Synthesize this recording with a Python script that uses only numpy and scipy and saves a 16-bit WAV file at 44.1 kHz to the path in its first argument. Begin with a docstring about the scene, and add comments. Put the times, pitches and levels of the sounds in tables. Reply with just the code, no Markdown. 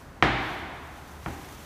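"""Two footfalls in a steel stairwell

A heavy stamp, then a lighter step, land on a steel staircase between hard walls.
Each knocks the tread, sets the flight booming and rings on in the shaft.
Under them lie ventilation noise, a low hum that swells, and a soft hiss like moving clothes."""
import sys
import numpy as np
from scipy import signal
from scipy.fft import rfft, irfft
from scipy.io import wavfile
from scipy.ndimage import uniform_filter1d

SR = 44100
rng = np.random.default_rng(int(sys.argv[2]) if len(sys.argv) > 2 else 0)


def wav_out(sig):
    """Save sig, one row per channel (or a flat mono array), as 16-bit PCM at SR to the path in sys.argv[1]."""
    wavfile.write(sys.argv[1], SR, np.round(np.clip(np.atleast_2d(sig).T, -1, 1) * 32767).astype(np.int16))


N = 72765

# the stamp and the step (t/s, knock/dB, thump/dB, shaft and boom/dB, tilt/dB per octave, thump pitch ratio)
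FOOTFALLS = [(0.2252, -0.5, -0.5, -1, 0.5, 1.0), (1.261, -14, -11, -15.5, -3.5, 1.09)]
# the tread's short knock (f/Hz before detuning, level/dB, t60/s)
TREAD_MODES = [(139.6, -20, 0.16), (305, -11, 0.058), (746, -14, 0.032), (1104, -7, 0.014),
               (1410, -10, 0.022), (1890, -9.5, 0.024), (2360, -20, 0.042), (3400, -12, 0.01),
               (5720, -25, 0.0097)]
# the dull thump as the body's weight lands (f/Hz before the pitch ratio, level/dB, t60/s)
THUMP_MODES = [(48.6, -30.5, 0.3), (74, -30.5, 0.35), (127.5, -29.5, 0.15), (171.3, -34, 0.23),
               (209.4, -21, 0.2)]
# the long boom of the flight (f/Hz, level/dB, t60/s)
FLIGHT_MODES = [(55.5, -28.5, 0.93), (123.3, -26, 0.68), (224.5, -42.5, 1), (285, -37, 0.55),
                (365.5, -34, 1.12), (796, -32, 0.96)]
# the slap of the sole (f/Hz, level/dB)
SLAP_SPECTRUM = [(40, -4), (300, 7), (520, -18), (1200, -6.5), (2300, -0.5), (3500, -8), (6000, -30.5),
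                 (9000, -40), (15000, -55)]
# early reflections off nearby steps and walls (f/Hz, level/dB)
EARLY_SPECTRUM = [(40, -23), (140, 4), (300, 9.5), (500, -0.5), (750, 0.5), (1300, 3.5), (2200, -5.5),
                  (3000, -11.5), (5500, -25.5), (9000, -38), (15000, -49)]
# colour of the shaft's reverb (f/Hz, level/dB)
SHAFT_SPECTRUM = [(25, -14), (50, -5), (130, 0.5), (190, -1), (320, 3), (520, -9), (760, 0.5), (1300, -4),
                  (1550, -3), (2050, -1.5), (2700, -9), (3500, -11.5), (4500, -20.5), (6000, -31),
                  (8000, -39), (15000, -60)]
# decay of the shaft's reverb (f/Hz, t60/s)
SHAFT_DECAY = [(60, 2.9), (150, 0.89), (350, 1.94), (900, 2.31), (2000, 1.67), (3500, 1.63), (6000, 1.45),
               (12000, 0.8)]
# the ventilation's rush (f/Hz, level/dB)
VENT_SPECTRUM = [(20, -32), (40, 5), (65, 4), (125, 4.5), (200, -0.5), (500, -7.5), (1000, -7),
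                 (1600, -10.5), (3000, -23.5), (6000, -28), (15000, -37)]
# the hum's swell (t/s, level/dB)
HUM_ENVELOPE = [(0, -58), (.5, -52.5), (.9, -51), (1.05, -51.5), (1.3, -45), (1.45, -53), (1.65, -54)]
# the hiss of clothes (f/Hz, level/dB)
CLOTH_SPECTRUM = [(200, 0), (1500, 5.5), (3500, 5.5), (5200, 1), (6000, 4.5), (7500, 0), (9500, -1.5),
                  (12000, -1), (15000, -3.5)]
# the rise and fall of that hiss (t/s, level/dB)
CLOTH_ENVELOPE = [(0, -58), (.1, -66), (.21, -71), (.34, -65), (.44, -55), (.52, -54), (.66, -63),
                  (.92, -58), (1.08, -55.5), (1.22, -55), (1.3, -50), (1.52, -51), (1.65, -51.5)]


def footfall(knock_db, thump_db, shaft_db, tilt, thump_pitch):
    """The tread knocks, the body's weight thumps, the flight booms and the shaft rings on."""
    knock = tread_knock(tilt)
    thump = ring(THUMP_MODES, tilt, rise_s=0.063, pitch=thump_pitch)
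    boom = ring(FLIGHT_MODES, tilt, rise_s=0.026)
    shaft = amp(11.5) * reflections(SHAFT_SPECTRUM, SHAFT_DECAY, tilt, rise_s=0.016)
    return amp(knock_db) * knock + amp(thump_db) * thump + amp(shaft_db) * (shaft + boom)


def tread_knock(tilt, predelay_s=0.001937, early_t60_s=0.27):
    """The sole slaps, the steel tread rings briefly and nearby surfaces answer."""
    knock = ring(TREAD_MODES, tilt, rise_s=0.0012, pitch=0.97)
    add(knock, 0, amp(6) * click(SLAP_SPECTRUM, tilt))
    early = reflections(EARLY_SPECTRUM, [(1, early_t60_s)], tilt, rise_s=predelay_s)
    add(knock, predelay_s, amp(11.5) * early)
    return knock


def ring(modes, tilt, rise_s, pitch=1):
    """A struck body: decaying modes of alternating polarity under a linear attack."""
    t = np.arange(N) / SR
    tone = np.zeros(N)
    for k, (hz, db, t60) in enumerate(modes):
        envelope = amp(db + tilt_db(hz, tilt) - 60 * t / t60)
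        tone += (-1) ** k * envelope * np.sin(2 * np.pi * hz * pitch * t)
    return tone * np.minimum(t / rise_s, 1)


def click(spectrum, tilt, size=4096):
    """An impact: a minimum-phase click of a given colour, with unit energy before the tilt."""
    hz = abs(np.fft.fftfreq(size, 1 / SR))
    log_gain = np.log(unit(amp(curve_at(spectrum, hz))) * amp(tilt_db(hz, tilt)))
    minimum_phase = np.exp(np.conj(signal.hilbert(log_gain)))
    return np.fft.ifft(minimum_phase).real


def tilt_db(hz, db_per_octave, corner_hz=660):
    """Treble tilt above a corner: a softer footfall is duller."""
    return db_per_octave * np.log2(np.clip(hz / corner_hz, 1, None))


def reflections(spectrum, decay, tilt, rise_s, slot=8):
    """Hard surfaces return a click as dense echoes that build up, then die band by band."""
    taps = np.zeros(N)
    starts = np.arange(0, N - slot, slot)  # one echo in each slot of samples
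    taps[starts + rng.integers(0, slot, len(starts))] = rng.choice([-1, 1], len(starts))
    hz, t, bands = signal.stft(taps, SR, nperseg=256)
    fade = amp(-60 * t / curve_at(decay, hz)[:, None])
    tail = signal.istft(bands * fade, SR)[1][:N]
    tail *= np.minimum(np.arange(N) / SR / rise_s, 1)
    return signal.fftconvolve(tail / np.linalg.norm(tail), click(spectrum, tilt))[:N]


def clothes(flutter_db=1):
    """Cloth brushes as the climber moves: a soft, fluttering hiss."""
    hiss = noise(CLOTH_SPECTRUM)
    flutter = amp(flutter_db * drift(size=400))
    return hiss * flutter * fader(CLOTH_ENVELOPE)


def ventilation(hum_hz=74.7, waver_hz=1.85):
    """A steady bed of air and a low hum that wavers in pitch and swells."""
    hz = hum_hz + waver_hz * drift(size=3000)
    hum = np.sqrt(2) * np.sin(2 * np.pi * np.cumsum(hz) / SR)
    return amp(-47) * noise(VENT_SPECTRUM) + hum * fader(HUM_ENVELOPE)


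def noise(spectrum):
    """Steady noise of a given colour."""
    gain = amp(curve_at(spectrum, np.fft.rfftfreq(N, 1 / SR)))
    return unit(irfft(rfft(rng.standard_normal(N)) * gain, N))


def drift(size):
    """A slow random wobble, smoothed twice over `size` samples."""
    return unit(uniform_filter1d(uniform_filter1d(rng.standard_normal(N), size), size))


def amp(db):
    """Decibels to gain."""
    return 10 ** (np.asarray(db) / 20)


def unit(x):
    """Scales to an rms of one."""
    return x / np.sqrt(np.mean(x ** 2) + 1e-20)


def curve_at(points, hz):
    """Reads a table along a log-frequency axis."""
    f, value = np.transpose(points)
    return np.interp(np.log(hz + 1), np.log(f + 1), value)


def fader(points):
    """A gain that rides a (t/s, level/dB) curve."""
    return amp(np.interp(np.arange(N) / SR, *np.transpose(points)))


def add(mix, start_s, sound):
    """Drops a sound into the mix at its cue."""
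    part = mix[round(start_s * SR):][:len(sound)]
    part += sound[:len(part)]


def scene():
    """Both footfalls over clothes and ventilation, in mono."""
    mix = clothes() + ventilation()
    for start_s, *settings in FOOTFALLS:
        add(mix, start_s, footfall(*settings))
    return mix[None]


def record(dry, cutoff_hz=15350):
    """A steep low-pass takes off the very top."""
    lowpass = signal.firwin(511, cutoff_hz, window=("kaiser", 9), fs=SR)
    return signal.oaconvolve(dry, lowpass[None], "same")


dry = scene()
out = record(dry)
wav_out(out)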